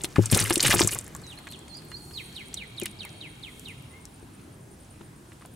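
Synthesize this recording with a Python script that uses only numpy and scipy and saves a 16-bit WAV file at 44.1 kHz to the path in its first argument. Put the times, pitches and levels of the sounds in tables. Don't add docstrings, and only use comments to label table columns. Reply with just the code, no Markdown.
import sys
import numpy as np
from scipy import signal
from scipy.fft import rfft, irfft
from scipy.io import wavfile
from scipy.ndimage import uniform_filter1d

SR = 44100
rng = np.random.default_rng(int(sys.argv[2]) if len(sys.argv) > 2 else 0)


def master(y):
    cut = np.clip(np.atleast_2d(y).T, -1, 1)
    pcm = np.round(cut * 32767)
    wavfile.write(sys.argv[1], SR, pcm.astype(np.int16))


def field_ratio(decibels):
    return 10 ** (np.asarray(decibels, dtype=float) / 20)


N = 244755
TIME = np.arange(N) / SR


def on_log(table, hz):
    points = np.array(table)
    return np.interp(np.log(hz), np.log(points[:, 0]), points[:, 1])


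def unit(x):
    return x / np.sqrt(np.mean(x ** 2))


def sides(x, pan_db):
    return x * field_ratio(np.array([[pan_db / 2], [-pan_db / 2]]))


def add(out, s, x):
    i = max(int(s * SR), 0)
    out[..., i:i + x.shape[-1]] += x[..., :N - i]


def band(x, hz, octaves):
    length = x.shape[-1]
    f = np.arange(length // 2 + 1) * SR / length + 1
    bell = np.exp(-0.5 * (np.log2(f / hz) / octaves) ** 2)
    return irfft(rfft(x) * bell, length)


def walk(rate):
    hold = int(SR / rate)
    steps = np.repeat(rng.standard_normal(N // hold + 1), hold)
    return 0.96 * uniform_filter1d(uniform_filter1d(steps, hold), hold)[:N]


def echoes(x, t60, gap_s, spread_db):
    t = np.arange(int(t60 * SR)) / SR
    uneven_db = spread_db * rng.standard_normal((2, len(t)))
    tail = rng.standard_normal((2, len(t))) * field_ratio(uneven_db - 60 * t / t60)
    tail = tail * np.clip(t / gap_s - 1, 0, 1)
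    tail = tail / np.sqrt(np.sum(tail ** 2) / 2)
    return signal.fftconvolve(x[None], tail, axes=1)[:, :N]


def field():
    # pitch_hz, level_db (per Hz)
    spectrum = [(20, -24), (40, -11), (65, -3.5), (135, -1.5), (250, -8.5), (340, -7), (480, -16.5),
                (1000, -18.5), (2000, -24.5), (5000, -32), (7500, -34), (9100, -26.5), (11000, -44.5),
                (16000, -41)]
    # pitch_hz, likeness (0-1)
    likeness = [(130, .99), (290, 0.88), (640, 0.21), (1400, 0), (3100, 0.57), (6800, 0.5), (15000, 1)]
    traffic_db = 2.5 - 0.6553 * TIME
    out, swell = 0, walk(1.0)
    for hz in 25 * 2 ** np.arange(0, 9.5, 1 / 3):
        like = np.clip(on_log(likeness, hz), 0, 1)
        mid, side = band(rng.standard_normal((2, N)), hz, octaves=0.18)
        pair = np.sqrt(1 + like) * mid + np.sqrt(1 - like) * side * np.array([[1], [-1]])
        flicker_db = on_log([(100, 3.0), (600, 2.85), (8000, 1.2)], hz) * walk(9)
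        out = out + field_ratio(on_log(spectrum, hz) + 0.18 * swell + flicker_db) * pair
    return unit(out) * field_ratio(-47.5 + traffic_db)


def insects():
    # time_s, lift_db, half_length_s
    gusts = [
        (2.146, 12, 0.29),
        (3.59, 9, 0.16),
    ]
    leaves_db = -67.5 + 0.4 * walk(36)
    for s, lift_db, half_s in gusts:
        leaves_db = leaves_db + lift_db * np.exp(-((TIME - s) / half_s) ** 2)
    chorus_db = -71 + 6.5 * np.exp(-((TIME - 3.2) / 0.5) ** 2)
    shimmer_db = 3.2 * walk(39) + 0.8 * walk(5.2)
    hiss = unit(band(rng.standard_normal(N), hz=9870, octaves=0.05))
    leaves = unit(band(rng.standard_normal(N), hz=9000, octaves=0.51))
    return hiss * field_ratio(chorus_db + shimmer_db) + leaves * field_ratio(leaves_db)


def cricket():
    # first_chirp_s, chirps (count), gap_s (between chirps), level_db
    bouts = [(1.273, 1, .1, -60), (1.43, 3, .128, -64), (1.772, 2, .112, -61), (2.022, 9, .1083, -60),
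             (3.015, 1, .1, -62), (3.1, 1, .1, -61), (3.5, 1, .1, -63), (3.164, 5, .131, -61),
             (3.778, 3, .114, -62), (4.14, 5, .191, -62), (4.217, 4, .195, -62), (5.04, 5, .119, -64)]
    out, t = np.zeros(N), np.arange(500) / SR
    tick_shape = t / 0.0013 * np.exp(-t / 0.0013)
    chirp_list = [(first + k * gap, db) for first, chirps, gap, db in bouts for k in range(chirps)]
    for s, db in chirp_list:
        db = db + 1.4 * rng.standard_normal()
        for k, chance in enumerate(rng.standard_normal((8, 2))):
            stroke, tooth = divmod(k, 3.5)
            tick = tick_shape * np.sin(2 * np.pi * (9250 - 140 * tooth - 80 * stroke) * t)
            start = s + 0.015 * stroke + 0.0027 * tooth + 0.00068 * chance[0]
            add(out, start, field_ratio(db + 15 + 3.1 * chance[1]) * tick)
    return out + field_ratio(-6) * echoes(out, t60=0.1, gap_s=0.002, spread_db=3)


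def whistle(s, hz, db):
    t = np.arange(s[0], s[-1], 1 / SR)
    edge = np.clip(np.minimum(t - s[0], s[-1] - t) / 0.00084, 0, 1)
    pitch = uniform_filter1d(np.interp(t, s, hz), size=200, mode="nearest")
    flutter_db = 3 * unit(uniform_filter1d(rng.standard_normal(SR // 4), size=150))[:len(t)]
    level = field_ratio(np.interp(t, s, db) + 3.0 + flutter_db)
    return pitch, level * edge * np.sin(2 * np.pi * np.cumsum(pitch) / SR)


def bird():
    # time_s, pitch_hz, level_db
    prelude = [
        [(1.226, 4810, -63), (1.243, 4030, -53), (1.3, 3894, -53), (1.331, 2715, -52), (1.347, 2350, -62)],
        [(1.375, 4130, -54), (1.384, 4310, -57), (1.39, 4300, -63)],
        [(1.485, 4215, -56), (1.503, 4080, -53), (1.52, 4654, -60), (1.538, 3510, -47), (1.562, 2370, -61)],
        [(1.69, 4500, -60), (1.715, 4190, -56), (1.742, 4200, -51), (1.752, 4800, -46), (1.776, 4920, -50),
         (1.795, 3940, -60)],
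        [(1.91, 4210, -62), (1.95, 4267, -49), (1.966, 4620, -47.5), (1.98, 4850, -55)],
        [(3.91, 1990, -66), (3.925, 2020, -63), (3.96, 2152, -61), (4.05, 2150, -75)],
    ]
    # bend_s, lead_ms (top to bend), top_hz, fall_ms (bend to low resonance), level_db
    falls = [(2.177, 42.4, 5080, 28, -37), (2.365, 15.5, 5870, 44, -39), (2.574, 9.5, 5290, 49, -38.5),
             (2.782, 14.3, 5510, 53, -40.5), (3.006, 18.4, 5380, 44, -39.5), (3.212, 7, 4820, 49, -40.5),
             (3.434, 9.9, 4930, 45, -42), (3.658, 9.4, 5030, 46, -41)]
    # pitch_hz, level_db
    throat = [(1800, -18.5), (2300, -7), (2700, -7), (3400, -9), (3850, 1.5), (4300, -11), (4900, -14),
              (5800, -21)]
    # pitch_hz, width_octaves, level_db
    grove = [(2240, 0.067, -5), (3000, 0.49, -2), (3265, 0.027, 4.5), (3900, 0.012, -12),
             (4345, 0.031, 3.5)]
    song = np.zeros(N)
    for note in prelude:
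        add(song, note[0][0], whistle(*np.transpose(note))[1])
    for s, lead_ms, top_hz, fall_ms, db in falls:
        offsets_ms = [-lead_ms, -0.8 * lead_ms, 0, 0.27 * fall_ms, fall_ms, 1.5 * fall_ms]
        times = s + np.array(offsets_ms) / 1000
        glide_hz = [top_hz, 0.2 * top_hz + 3550, 3900, 3150, 2300, 1800]
        pitch, note = whistle(times, glide_hz, np.full(6, db))
        add(song, times[0], note * field_ratio(on_log(throat, pitch)))
    wash = echoes(song, t60=1.56, gap_s=0.012, spread_db=8.5)
    held = sum(field_ratio(db) * band(wash, hz, octaves) for hz, octaves, db in grove)
    near = field_ratio(1.5) * echoes(song, t60=0.065, gap_s=0.00055, spread_db=3)
    return sides(field_ratio(0.05) * song + near, pan_db=-4.5) + field_ratio(-2.0) * held


def churn():
    # time_s, level_db
    flails = [(.03, -50), (.19, -46.5), (0.236, -38.5), (0.344, -27.5), (.41, -30.5), (0.469, -33),
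              (0.542, -35), (0.646, -27.5), (0.718, -25.5), (0.806, -28), (.925, -36)]
    flail_s, flail_db = np.transpose(flails)[:, :, None]
    since = TIME - flail_s
    each = flail_db + np.minimum(294 * since, -169 * since)
    ripples_db = -53.5 - 15 * np.maximum(TIME - 1, 0)
    return np.maximum(each.max(axis=0), ripples_db)


def splashes(events, octaves, bubble, cycles, rough_db, gain_db):
    out, t = np.zeros((2, N)), np.arange(2560) / SR
    later = np.arange(5)[:, None] > 0
    for s, hz, db, t60_ms in events:
        hiss, chance = rng.standard_normal((2, len(t))), rng.standard_normal((3, 5, 1))
        shape = np.clip(t / 0.00068, 0, 1) * field_ratio(-60e3 * t / t60_ms)
        ragged = field_ratio(rough_db * unit(uniform_filter1d(hiss[1], size=40)))
        burst = unit(band(hiss[0], hz, octaves)) * ragged
        f = np.minimum(hz * 2 ** (0.698 * octaves * later * chance[0]), 14000)
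        start = later * np.abs(chance[1]) * t60_ms * 0.00014
        age = np.maximum(t - start, 0) * f / cycles
        level = field_ratio(-9 * later - 17000.0 * start / t60_ms)
        notes = level * np.exp(-age) * np.sin(2 * np.pi * cycles * (age + 0.039 * age ** 2))
        splash = shape * burst + bubble * notes.sum(axis=0)
        splash = splash / np.sqrt(uniform_filter1d(splash ** 2, size=80).max())
        add(out, s, sides(field_ratio(db + gain_db) * splash, pan_db=0.6 + 0.61 * chance[2, 0, 0]))
    return out


def froth(db, hz, octaves, rate, cycles, spread_db):
    count = int(rate * 1.4)
    starts = rng.random(count) * 1.4
    size = rng.exponential(size=count)
    out, t = np.zeros(N), np.arange(512) / SR
    f = np.clip(hz * 2 ** (octaves * rng.standard_normal(count)), 300, 15500)[:, None]
    notes = np.exp(-t * f / cycles) * np.sin(2 * np.pi * f * t * (1 + 0.014 * f * t / cycles))
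    grains = field_ratio(spread_db * size)[:, None] * notes
    for start, grain in zip(starts, grains):
        add(out, start, grain)
    return out / np.sqrt(np.mean(out[:SR] ** 2)) * field_ratio(db)


def water(churn_db):
    # time_s, pitch_hz, level_db, fade_ms (by 60 dB)
    slap_events = [(.009, 3220, -38.5, 20), (0.043, 835, -32, 58), (.105, 4400, -50.5, 53),
                   (0.0441, 3320, -21.5, 28), (0.159, 1820, -22.5, 14), (0.1635, 917, -20, 13.3),
                   (.166, 1780, -32, 110), (0.3256, 3000, -20.5, 39), (0.3448, 5070, -14.5, 47),
                   (0.3649, 780, -25, 25.5), (0.3722, 1840, -22, 280), (0.3985, 2390, -27, 140),
                   (0.4505, 2010, -24, 77), (.3895, 1800, -26, 30), (.418, 3020, -27, 23),
                   (.4815, 3890, -35, 30), (.4985, 2760, -21.5, 30), (.5305, 2070, -35, 30),
                   (.5955, 2640, -21, 17), (.6375, 3400, -24, 22), (.672, 3100, -20.5, 35),
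                   (.703, 2050, -20, 25), (.7145, 2400, -20, 32), (.7402, 764, -15, 26),
                   (.7605, 1660, -26, 43.7), (.8272, 1360, -26, 27), (0.4907, 4340, -31, 48),
                   (0.5056, 2080, -16.5, 30), (0.5065, 800, -18, 26.3), (0.5569, 3750, -16, 19),
                   (0.6035, 4540, -12.5, 24), (0.6266, 3480, -20.5, 50), (0.6474, 2580, -15.5, 66),
                   (0.658, 2460, -15, 60), (0.6795, 2360, -19, 53), (0.7078, 1900, -14, 45),
                   (0.7234, 3440, -14.5, 64), (0.729, 830, -18, 57), (0.7684, 4560, -27.5, 75),
                   (0.7927, 1730, -14, 31), (0.8082, 870, -17, 65), (0.8159, 3220, -16.5, 28),
                   (0.8911, 2260, -25.5, 24), (0.918, 4660, -30.5, 44), (0.945, 2870, -46, 590),
                   (0.9562, 1040, -31.5, 66)]
    # time_s, pitch_hz, level_db
    pop_events = [(0.9872, 3720, -39.5), (1.073, 1580, -42.5), (1.1499, 1005, -36), (1.2226, 770, -44.5),
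                  (1.388, 2100, -39), (1.47, 1700, -32.5), (1.5216, 3000, -37.5), (1.8193, 1900, -47),
                  (1.9166, 1780, -37), (2.1096, 1650, -45), (2.5412, 2940, -39), (2.8152, 2750, -32),
                  (2.8563, 3000, -28), (3.0492, 860, -39), (4.0532, 4150, -51), (5.01, 1000, -44.5),
                  (5.319, 1840, -43), (5.4107, 1120, -47), (5.421, 1370, -44), (5.4503, 900, -39.5),
                  (5.451, 2620, -50), (5.411, 3000, -56), (1.679, 2600, -45), (2.5288, 3000, -42),
                  (4.396, 2500, -52.5), (1.403, 800, -45), (5.01, 2760, -51), (5.417, 4200, -51)]
    # time_s, pitch_hz, level_db
    spray_events = [(0.0358, 8100, -22.5), (0.0454, 9800, -22), (0.0515, 9500, -26.5), (0.1593, 4500, -38),
                    (0.163, 8200, -34), (0.2576, 7600, -17), (0.3174, 9260, -14.5), (0.3264, 8900, -18),
                    (0.345, 4800, -23), (0.3729, 9100, -13), (0.3909, 5400, -15), (0.402, 8600, -13.5),
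                    (0.426, 8290, -26.6), (0.4335, 7450, -26), (0.4396, 9600, -20.5), (0.4568, 9500, -27.7),
                    (0.4633, 9700, -31), (0.4682, 9450, -30), (0.4984, 9500, -18), (0.507, 8850, -17.5),
                    (0.5303, 8600, -20), (0.5361, 9650, -19.5), (0.5413, 8600, -18), (0.556, 8560, -16),
                    (0.578, 7940, -17.5), (0.604, 4470, -19.5), (0.6273, 8700, -13), (0.636, 9350, -18),
                    (0.6501, 6400, -22), (0.6615, 7860, -20), (0.666, 8000, -14.5), (0.6716, 7700, -13),
                    (0.6808, 9400, -15), (0.697, 8800, -21.3), (0.7034, 5600, -17), (0.7085, 8700, -14.5),
                    (0.7155, 9090, -27), (0.725, 5450, -32), (0.7314, 12250, -21), (0.7414, 6600, -21),
                    (0.7484, 9500, -15), (0.7673, 4500, -25.4), (0.782, 8160, -21), (0.787, 5000, -22),
                    (0.7931, 6650, -15), (0.8003, 8100, -11.5), (0.8073, 6200, -16), (0.8161, 4300, -14.5),
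                    (0.8267, 7140, -22.4), (0.835, 6560, -19.5), (0.846, 6740, -19.5), (0.8734, 7900, -11),
                    (0.886, 6460, -25), (0.9131, 7240, -24.5), (0.9189, 10600, -24), (0.926, 9500, -25),
                    (0.9336, 9170, -20), (0.9478, 9400, -19), (0.9813, 9300, -33), (0.9869, 8360, -19.8)]
    # time_s, pitch_hz, level_db
    drip_events = [(.0166, 8300, -32), (0.0384, 8260, -21), (.2993, 4930, -25), (.3138, 8550, -13.5),
                   (0.3472, 9000, -12), (0.398, 9000, -13), (0.7454, 9300, -12), (1.011, 8700, -32),
                   (1.0435, 9450, -35), (1.0646, 6900, -36), (1.0782, 9700, -34), (1.1491, 7700, -27),
                   (1.1633, 8200, -32), (1.2164, 7850, -42), (1.387, 9300, -40), (1.472, 7200, -39.5),
                   (1.5137, 9400, -33), (1.5227, 7900, -35), (1.59, 8000, -40), (1.7433, 6680, -43),
                   (1.77, 8800, -38), (1.915, 7000, -41.5), (2.3265, 7700, -43), (2.4832, 9000, -39.5),
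                   (2.5413, 7560, -21), (2.574, 10000, -43), (2.7982, 9700, -24.5), (2.815, 7400, -28),
                   (2.833, 9800, -26), (2.857, 9000, -20), (2.8796, 6500, -41), (3.031, 5800, -41),
                   (3.05, 9540, -31), (3.5943, 9000, -35), (3.6851, 8000, -39), (4.053, 7050, -33.5),
                   (5.4584, 8800, -38)]
    # time_s, pitch_hz, level_db
    foam_events = [(1.0047, 10700, -45.9), (1.299, 10400, -53), (1.3289, 7600, -49.5), (1.3571, 10500, -52),
                   (1.4544, 12200, -54), (1.4878, 8200, -44), (1.5046, 10400, -46), (1.5323, 8200, -45),
                   (1.5593, 6500, -52.8), (1.6816, 6940, -43.5), (1.8201, 8040, -52.1),
                   (1.8497, 12500, -47.4), (2.3493, 5570, -53), (2.363, 8200, -43), (2.3966, 8200, -49),
                   (2.4563, 7000, -53.8), (2.474, 7800, -55), (2.5289, 6000, -71), (2.5491, 7200, -53.4),
                   (2.6359, 8260, -52), (2.705, 7900, -54), (2.7645, 7560, -52), (2.7779, 8200, -52),
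                   (2.8222, 6900, -47.6), (2.913, 8200, -42), (3.0921, 6340, -45), (3.1283, 8000, -51),
                   (3.2435, 7900, -60), (3.3546, 7800, -53.4), (3.3967, 7800, -53.0), (3.468, 8000, -52),
                   (3.8234, 10400, -50), (3.9288, 7900, -54.2), (3.978, 10800, -61), (4.0217, 8200, -60),
                   (4.1974, 8200, -52), (4.4057, 10400, -60.3), (4.4135, 6300, -62), (4.7904, 10500, -59.4),
                   (4.8483, 6200, -54), (5.01, 6300, -60), (5.3315, 8250, -51), (5.4126, 7600, -56.9),
                   (5.4708, 10900, -57.2), (5.5392, 12800, -52.2)]
    pops = [(s, hz, db, 34) for s, hz, db in pop_events]
    slaps = splashes(slap_events + pops, octaves=0.65, bubble=1.0, cycles=3.7, rough_db=5.5, gain_db=-2.5)

    spray = [(s, hz, db, max(19 + 0.5 * (db + 14.5), 6)) for s, hz, db in spray_events]
    drops = splashes(spray, octaves=0.32, bubble=1.0, cycles=7.2, rough_db=4.5, gain_db=-3.0)

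    fall_s, fade_ms = 0.00063, 11
    lone = [(s + fall_s, hz, db, fade_ms) for s, hz, db in drip_events]
    lone += [(s, hz, db + 3.5, fade_ms) for s, hz, db in foam_events]
    drops = drops + splashes(lone, octaves=0.46, bubble=3.8, cycles=5.3, rough_db=7.0, gain_db=-3.5)

    slosh = froth(churn_db - 4.5, hz=2500, octaves=0.702, rate=1200, cycles=4.5, spread_db=3.0)
    fizz = froth(1.097 * churn_db + 2.5, hz=8500, octaves=0.435, rate=2400, cycles=3.1, spread_db=4.0)
    spatter = froth(1.05 * churn_db - 20, hz=7000, octaves=0.46, rate=260, cycles=7.8, spread_db=2.5)
    near = slaps + drops + slosh + fizz + spatter
    walls = echoes(near.mean(axis=0), t60=0.05, gap_s=0.0008, spread_db=4)
    return near + field_ratio(-8.5) * band(walls, hz=3000, octaves=2.24)


def ring(modes, push_s, free):
    t = np.arange(SR // 3) / SR
    bell = 0
    for hz, db, t60 in modes:
        bell = bell + field_ratio(db - 60 * t / (t60 * max(free, 0.05))) * np.sin(2 * np.pi * hz * t)
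    push = np.sin(np.pi * np.clip(t[:400] / push_s, 0, 1))
    bell = np.convolve(bell, push)[:len(t)]
    return -bell / np.abs(bell).max()


def tub(churn_db):
    # time_s, boom_db, knock_db, free (freedom to ring, 0-1)
    blows = [(.042, -64, -23.5, 0.41), (0.1837, -6.5, -9, 0.5), (.191, -12.5, -5, 0.53),
             (.325, -14, -12.5, 0), (0.333, -7.5, -21, 0.26), (0.362, -39, -11, 0.02),
             (0.412, -23.5, -27, 0.9), (0.43, -22.5, -34, 0.5), (0.507, -33, -14, 0.87),
             (.570, -70, -15.5, 0.6), (0.692, -19.5, -20, 0.28), (0.74, -28, -15, 0.5),
             (.757, -22, -20.5, 0.77), (.808, -39, -9.5, 0.62), (0.829, -18, -26, 0.24),
             (0.848, -21, -20, 0.5), (0.928, -52, -25, 0), (2.8216, -59, -23, 0.35),
             (2.8268, -53, -23, 0.54), (4.227, -46, -37.5, 0.6), (5.008, -48, -38, 1)]
    # pitch_hz, level_db, fade_s (by 60 dB)
    boom_modes = [
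        (107.8, -6, 0.4),
        (185, -3.5, 0.16),
    ]
    # pitch_hz, level_db, fade_s (by 60 dB)
    knock_modes = [
        (346, 12.5, 0.083),
        (403, -6.5, 0.15),
        (520, -6.5, 0.104),
        (800, -10.5, 0.089),
    ]
    boom, knock = np.zeros((2, N))
    for s, boom_db, knock_db, free in blows:
        add(boom, s - 0.0018, field_ratio(boom_db) * ring(boom_modes, 0.0026, free))
        add(knock, s, field_ratio(knock_db) * ring(knock_modes, 0.00062, free))
    rumble_db = np.where(TIME < 1.3, 0.79 * churn_db - 11.5, -120)
    shake = rng.standard_normal(N) * field_ratio(rumble_db + 5 * walk(40))
    low, high = band(shake, hz=128.0, octaves=0.19), band(shake, hz=337, octaves=0.58)
    wall = sides(boom + field_ratio(24) * low, pan_db=7.5) + sides(knock + field_ratio(17) * high, pan_db=3.5)
    wall[1] = np.roll(wall[1], shift=11)
    return signal.sosfilt(signal.butter(2, 65, "high", fs=SR, output="sos"), wall)


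def scene():
    churn_db = churn()
    background = field() + insects() + cricket() + bird()
    return background + water(churn_db) + tub(churn_db)


def top_cut(x):
    return signal.sosfilt(signal.butter(12, 16810, fs=SR, output="sos"), x)


def record(dry):
    dull = signal.sosfilt(signal.butter(1, 18000, fs=SR, output="sos"), dry)
    rounded = np.tanh(1.1 * dull) / 1.1
    finished = signal.sosfilt(signal.ellip(8, 0.3, 50, 15750, fs=SR, output="sos"), rounded)
    return top_cut(finished)


dry = scene()
out = record(dry)
master(out)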